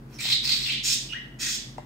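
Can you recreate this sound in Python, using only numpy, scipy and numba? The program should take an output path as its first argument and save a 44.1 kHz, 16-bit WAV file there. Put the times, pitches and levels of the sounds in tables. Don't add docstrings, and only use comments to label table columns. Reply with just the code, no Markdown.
import sys
import numpy as np
from scipy import signal
from scipy.fft import rfft, irfft, next_fast_len
from scipy.io import wavfile
from scipy.ndimage import uniform_filter1d, map_coordinates
from numba import njit

SR = 44100
rng = np.random.default_rng(int(sys.argv[2]) if len(sys.argv) > 2 else 0)


def inscribe(sig):
    pcm = np.round(np.clip(np.atleast_2d(sig).T, -1, 1) * 32767)
    wavfile.write(sys.argv[1], SR, pcm.astype(np.int16))


N = 81585

# time_s, air_db, rasp_db, pitch_hz, throat_hz, roughness
SQUAWK_CURVES = [
    [(.183, -44, -52, 2345, 3600, 0.13), (.196, -40.5, -45, 2250, 3700, 0.18),
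     (.208, -31, -51, 1870, 3680, 0.13), (.23, -35, -39, 1851, 3600, 0.51),
     (.256, -33.5, -27, 1953, 3750, .7), (.28, -35, -34, 1900, 3550, 0.94),
     (.303, -31.5, -27, 1947, 3700, 1), (.329, -31, -18.5, 2020, 3900, 0.43),
     (.355, -37, -40.5, 2065, 3900, 1)],
    [(.428, -42, -41, 2107, 4200, 0.64), (.443, -33.5, -30, 2217, 4580, 0.94),
     (.466, -37, -31, 2198, 4500, 0.76), (.492, -30.5, -27, 2034, 3990, 0.86),
     (.526, -32, -22.5, 2050, 4120, 0.93), (.553, -35, -35, 2060, 4140, 1.08),
     (.6, -40, -50, 2026, 4400, 0.39), (.64, -37.5, -28, 1950, 4650, 0.3)],
    [(.64, -42, -33, 1941, 3850, 0.76), (.658, -38, -28.5, 1900, 3600, 0.65),
     (.68, -35, -37, 2502, 2950, 0.88), (.698, -46.5, -27, 2300, 2960, 0.91),
     (.718, -36.5, -26.5, 1680, 3490, .7), (.745, -46, -33, 2400, 3030, 1.23),
     (.772, -60, -35, 2280, 3040, 0.53), (.796, -62, -38, 1700, 3400, 0.1), (.81, -66, -44, 1750, 3340, 0)],
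]
SQUAWK_THROAT_WIDTHS = [1650, 2050, 1900]
SYRINX_HARMONICS = [-4, 3.5, -7, 5]
# freq_hz, gain_db
SQUAWK_AIR_EQ = [(400, -24), (850, -11), (1550, -7.5), (2100, 3.5), (3200, -0.5), (5200, 3.5), (6500, -4.5),
                 (7600, -0.5), (8700, -3), (9700, -8), (11500, -12.5), (13700, -9.5), (15800, -9.5)]
HISS_AIR_EQ = [(500, -47), (1050, -27.5), (1750, -17.5), (2500, -9), (3000, -7.5), (3500, -0.5), (4300, -4),
               (5400, 0.5), (6150, -2), (6900, 1.5), (7700, -4.5), (8500, -3), (9700, -14.5), (11500, -17),
               (13400, -16), (15800, -17)]
# start_s, length_s, level_db, swell_db, throat_db
HISS_CUES = [(.826, 0.11, -24, 1, -51), (1.387, 0.17, -32, -3.5, -41)]
# start_s, length_s, first_hz, middle_hz, last_hz, level_db, roughness
CHIRP_CUES = [(0.129, 0.052, 5500, 5650, 5650, -53.5, 0.53), (0.187, 0.019, 2334, 2270, 2210, -39, 0.26),
              (0.656, 0.053, 3000, 2720, 2650, -37, 0.2), (1.088, .03, 2890, 2932, 2770, -38.5, 0.31),
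              (1.121, 0.0166, 2730, 2860, 2990, -31.5, 0.41), (1.128, 0.054, 1428, 1880, 2040, -37.5, 0.31)]
# centre_s, width_s, level_db
RUSTLE_CUE = (0.15, 0.048, -52.5)
# start_s, level_db
KNOCK_CUES = [(.252, -33.5), (1.781, -22)]
# freq_hz, level_db, t60_s
TRAY_MODES = [(434, -14, .05), (603, -9.5, 0.099), (768, -3.5, 0.022), (944, -2.5, 0.018),
              (1100, -5.5, 0.0061), (2010, -16, 0.013), (2780, -33, 0.081), (3750, -31, .025)]
# freq_hz, t60_s
REVERB_DECAY = [(500, 0.13), (2000, 0.56), (4000, .5), (7000, 0.3535), (12000, 0.52)]
# freq_hz, gain_db
REVERB_EQ = [(500, -4.5), (2000, 0.5), (4000, 0.5), (7500, 1.5), (10500, -7), (15000, -11)]
# pitch_hz, level_db, waver_db
HUM_TONES = [(45, -53.5, 2), (133.5, -49.5, 2.5), (224.2, -60, 0.5)]
# freq_hz, gain_db
RUMBLE_EQ = [(25, -22), (45, -11), (62, -8.5), (85, -10.5), (125, 6.5), (165, -5), (230, 2), (340, -5),
             (480, -15.5), (800, -20), (1500, -24.5), (3000, -34.5), (7000, -41), (15000, -43.5)]
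# freq_hz, side_gain_db
SIDE_EQ = [(40, -7), (140, -19), (300, -11), (700, -3), (1200, 1.5), (5800, 0.5), (6600, -2.5), (7400, -16),
           (9500, -15.5)]
# freq_hz, left_minus_right_db
BALANCE_EQ = [(200, 0.5), (1000, -0.5), (1750, 4), (2500, -2), (4000, -1.5), (4700, -5.5), (6000, 1.5),
              (7600, -3.5), (8800, 0)]

EVENT_S = .3
JITTER, JITTER_HZ = .12, 899.2
RATTLE_HZ, RATTLE_DB = 302.1, 4
THROAT_SKIRT_DB, RASP_AIR_DB = -18, 1.5
HISS_ATTACK_S, HISS_RELEASE_S, HISS_FLUTTER_DB = 0.032, 0.018, 0.95
HISS_THROAT_HZ, HISS_THROAT_WIDTH_HZ, HISS_THROAT_FADE_S = 1890., 990., 0.14
CHIRP_OVERTONE_DB, CHIRP_AIR_DB, CHIRP_AIR_WIDTH_HZ = -18.5, -14, 1750.
TICK_DB, TICK_DECAY_S = -16.5, 0.0005
DIRECT_DB, EARLY_DB, EARLY_DECAY_S, RUMBLE_DB = -6, -3, 0.0051, -44


def squawk(curves, width_hz):
    times, *columns = np.array(curves, float).T
    t = times[0] + clock(EVENT_S)
    air_db, rasp_db, pitch_hz, throat_hz, rough = (np.interp(t, times, c) for c in columns)
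    rough = np.clip(rough, 0, 1)
    phase = syrinx(pitch_hz, rough)
    tone = unit(sum(undb(db) * np.sin(k * phase) for k, db in enumerate(SYRINX_HARMONICS, 1)))
    rattle = undb(RATTLE_DB * rough * walk(RATTLE_HZ, len(t)))
    rattle /= np.sqrt(uniform_filter1d(rattle ** 2, size=900))
    turbulence = unit(resonance(rng.standard_normal(len(t)), throat_hz, 2. * width_hz))
    drive = rattle * (tone + undb(RASP_AIR_DB) * turbulence)
    skirt = resonance(drive, throat_hz, float(width_hz))
    rasp = unit(resonance(skirt, throat_hz, float(width_hz)) + undb(THROAT_SKIRT_DB) * skirt)
    breath = unit(colour(rattle * rng.standard_normal(len(t)), SQUAWK_AIR_EQ))
    voiced = (1 - rough) * 0.76
    air = np.sqrt(1 - voiced ** 2) * breath + voiced * tone
    gate = np.clip(np.minimum(t - times[0], times[-1] - t) / 0.0023, 0, 1)
    return place(gate * (undb(air_db) * air + undb(rasp_db) * rasp), times[0])


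def syrinx(pitch_hz, rough):
    scatter = 1 + JITTER * rough * walk(JITTER_HZ, len(pitch_hz))
    return 2 * np.pi * np.cumsum(pitch_hz * scatter) / SR


def hiss(start_s, length_s, level_db, swell_db, throat_db):
    age = clock(EVENT_S)
    attack = np.minimum(age / HISS_ATTACK_S, 1)
    release = np.exp(-np.maximum(age - length_s, 0) / HISS_RELEASE_S)
    jet, throat = rng.standard_normal((2, len(age)))
    jet_db = level_db + swell_db * (np.minimum(age / length_s, 1) - 1)
    jet = unit(colour(jet, HISS_AIR_EQ)) * undb(jet_db)
    for _ in range(2):
        throat = resonance(throat, np.full(len(age), HISS_THROAT_HZ), HISS_THROAT_WIDTH_HZ)
    throat = unit(throat) * undb(throat_db) / (1 + (age / HISS_THROAT_FADE_S) ** 6)
    flutter = undb(HISS_FLUTTER_DB * walk(200, len(age)))
    return place(attack * release * flutter * (jet + throat), start_s)


def chirp(start_s, length_s, first_hz, middle_hz, last_hz, level_db, rough):
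    progress = np.minimum(clock(EVENT_S) / length_s, 1)
    pitch_hz = np.interp(progress, [0, .5, 1], [first_hz, middle_hz, last_hz])
    phase = syrinx(pitch_hz, rough)
    air = rng.standard_normal(len(progress))
    for _ in range(2):
        air = resonance(air, pitch_hz, CHIRP_AIR_WIDTH_HZ)
    note = np.sin(phase) + undb(CHIRP_OVERTONE_DB) * np.sin(2 * phase) + undb(CHIRP_AIR_DB) * unit(air)
    arch = np.sqrt(2 * np.abs(np.sin(np.pi * progress)))
    return place(undb(level_db) * arch * note, start_s)


def rustle(t, centre_s, width_s, level_db):
    feathers = unit(colour(rng.standard_normal(N), [(700, -1.5), (3000, -9.5), (12000, -16)]))
    return undb(level_db) * np.exp(-((t - centre_s) / width_s) ** 2) * feathers


def knock(start_s, level_db):
    age = clock(EVENT_S)
    board = sum((-1) ** k * undb(db) * np.sin(2 * np.pi * hz * age) * decay(age, t60_s)
                for k, (hz, db, t60_s) in enumerate(TRAY_MODES))
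    bright_noise = unit(colour(rng.standard_normal(len(age)), HISS_AIR_EQ))
    tick = undb(TICK_DB) * bright_noise * np.exp(-age / TICK_DECAY_S)
    return place(undb(level_db) * (board + tick), start_s)


def room(x):
    t = clock(.6)
    spectrum = rfft(rng.standard_normal((2, len(t))))
    hz = np.fft.rfftfreq(len(t), 1 / SR)
    centres_hz, t60s = np.array(REVERB_DECAY, float).T
    bands = [irfft(spectrum * np.interp(hz, centres_hz, share), len(t)) for share in np.eye(len(t60s))]
    tail = sum(band * decay(t, t60_s) for band, t60_s in zip(bands, t60s))
    fade_in = 1 - np.exp(-t / 0.0017)
    tail = colour(unit(tail * fade_in), REVERB_EQ)
    early = unit(rng.standard_normal((2, len(t))) * np.exp(-t / EARLY_DECAY_S))
    response = (tail + undb(EARLY_DB) * early) / np.sqrt(len(t))
    return signal.fftconvolve(x[None], response, axes=1)[:, :N]


def room_tone(t):
    hum = np.zeros(N)
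    for hz, db, waver_db in HUM_TONES:
        gain = np.sqrt(2) * undb(db + waver_db * walk(14.51, N))
        hum += gain * np.sin(2 * np.pi * (hz * t + rng.random()))
    return hum + undb(RUMBLE_DB) * unit(colour(rng.standard_normal((2, N)), RUMBLE_EQ))


@njit
def resonance(x, centre_hz, width_hz):
    y, band_state, low_state = np.empty(len(x)), 0., 0.
    for i in range(len(x)):
        tuning, damping = np.tan(np.pi * centre_hz[i] / SR), width_hz / centre_hz[i]
        band = (band_state + tuning * (x[i] - low_state)) / (1 + tuning * (tuning + damping))
        band_state = 2 * band - band_state
        low_state += 2 * tuning * band
        y[i] = damping * band
    return y


def colour(x, eq):
    size = next_fast_len(x.shape[-1] + 2048, real=True)
    points_hz, points_db = np.array(eq, float).T
    hz = np.maximum(np.fft.rfftfreq(size, 1 / SR), 1)
    gain = undb(np.interp(np.log(hz), np.log(points_hz), points_db))
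    return irfft(rfft(x, size) * gain, size)[..., :x.shape[-1]]


def walk(rate_hz, size):
    knots = rng.standard_normal(4096)
    return 1.1 * map_coordinates(knots, [np.arange(size) * rate_hz / SR], order=2, mode="wrap")


def decay(t, t60_s):
    return np.exp(-np.log(1000) * t / t60_s)


def undb(db):
    return 10 ** (np.asarray(db) / 20)


def unit(x):
    return x / np.sqrt(np.mean(x ** 2))


def clock(seconds):
    return np.arange(int(seconds * SR)) / SR


def place(x, start_s):
    return np.pad(x, (max(int(start_s * SR), 0), N))[:N]


def scene():
    t = np.arange(N) / SR
    squawks = sum(squawk(*call) for call in zip(SQUAWK_CURVES, SQUAWK_THROAT_WIDTHS))
    hisses = sum(hiss(*cue) for cue in HISS_CUES)
    chirps = sum(chirp(*cue) for cue in CHIRP_CUES)
    bird = squawks + hisses + chirps + rustle(t, *RUSTLE_CUE)
    tray = sum(knock(*cue) for cue in KNOCK_CUES)
    return undb(DIRECT_DB) * (bird + tray) + room(bird + tray) + room_tone(t)


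def record(dry):
    mid = (dry[0] + dry[1]) / 2
    side = colour((dry[0] - dry[1]) / 2, SIDE_EQ)
    channels = [colour(mid + sign * side, [(hz, sign * db / 2) for hz, db in BALANCE_EQ])
                for sign in (1, -1)]
    high_cut = signal.ellip(10, .2, 80, 15700, fs=SR, output="sos")
    return signal.sosfilt(high_cut, np.array(channels))


dry = scene()
out = record(dry)
inscribe(out)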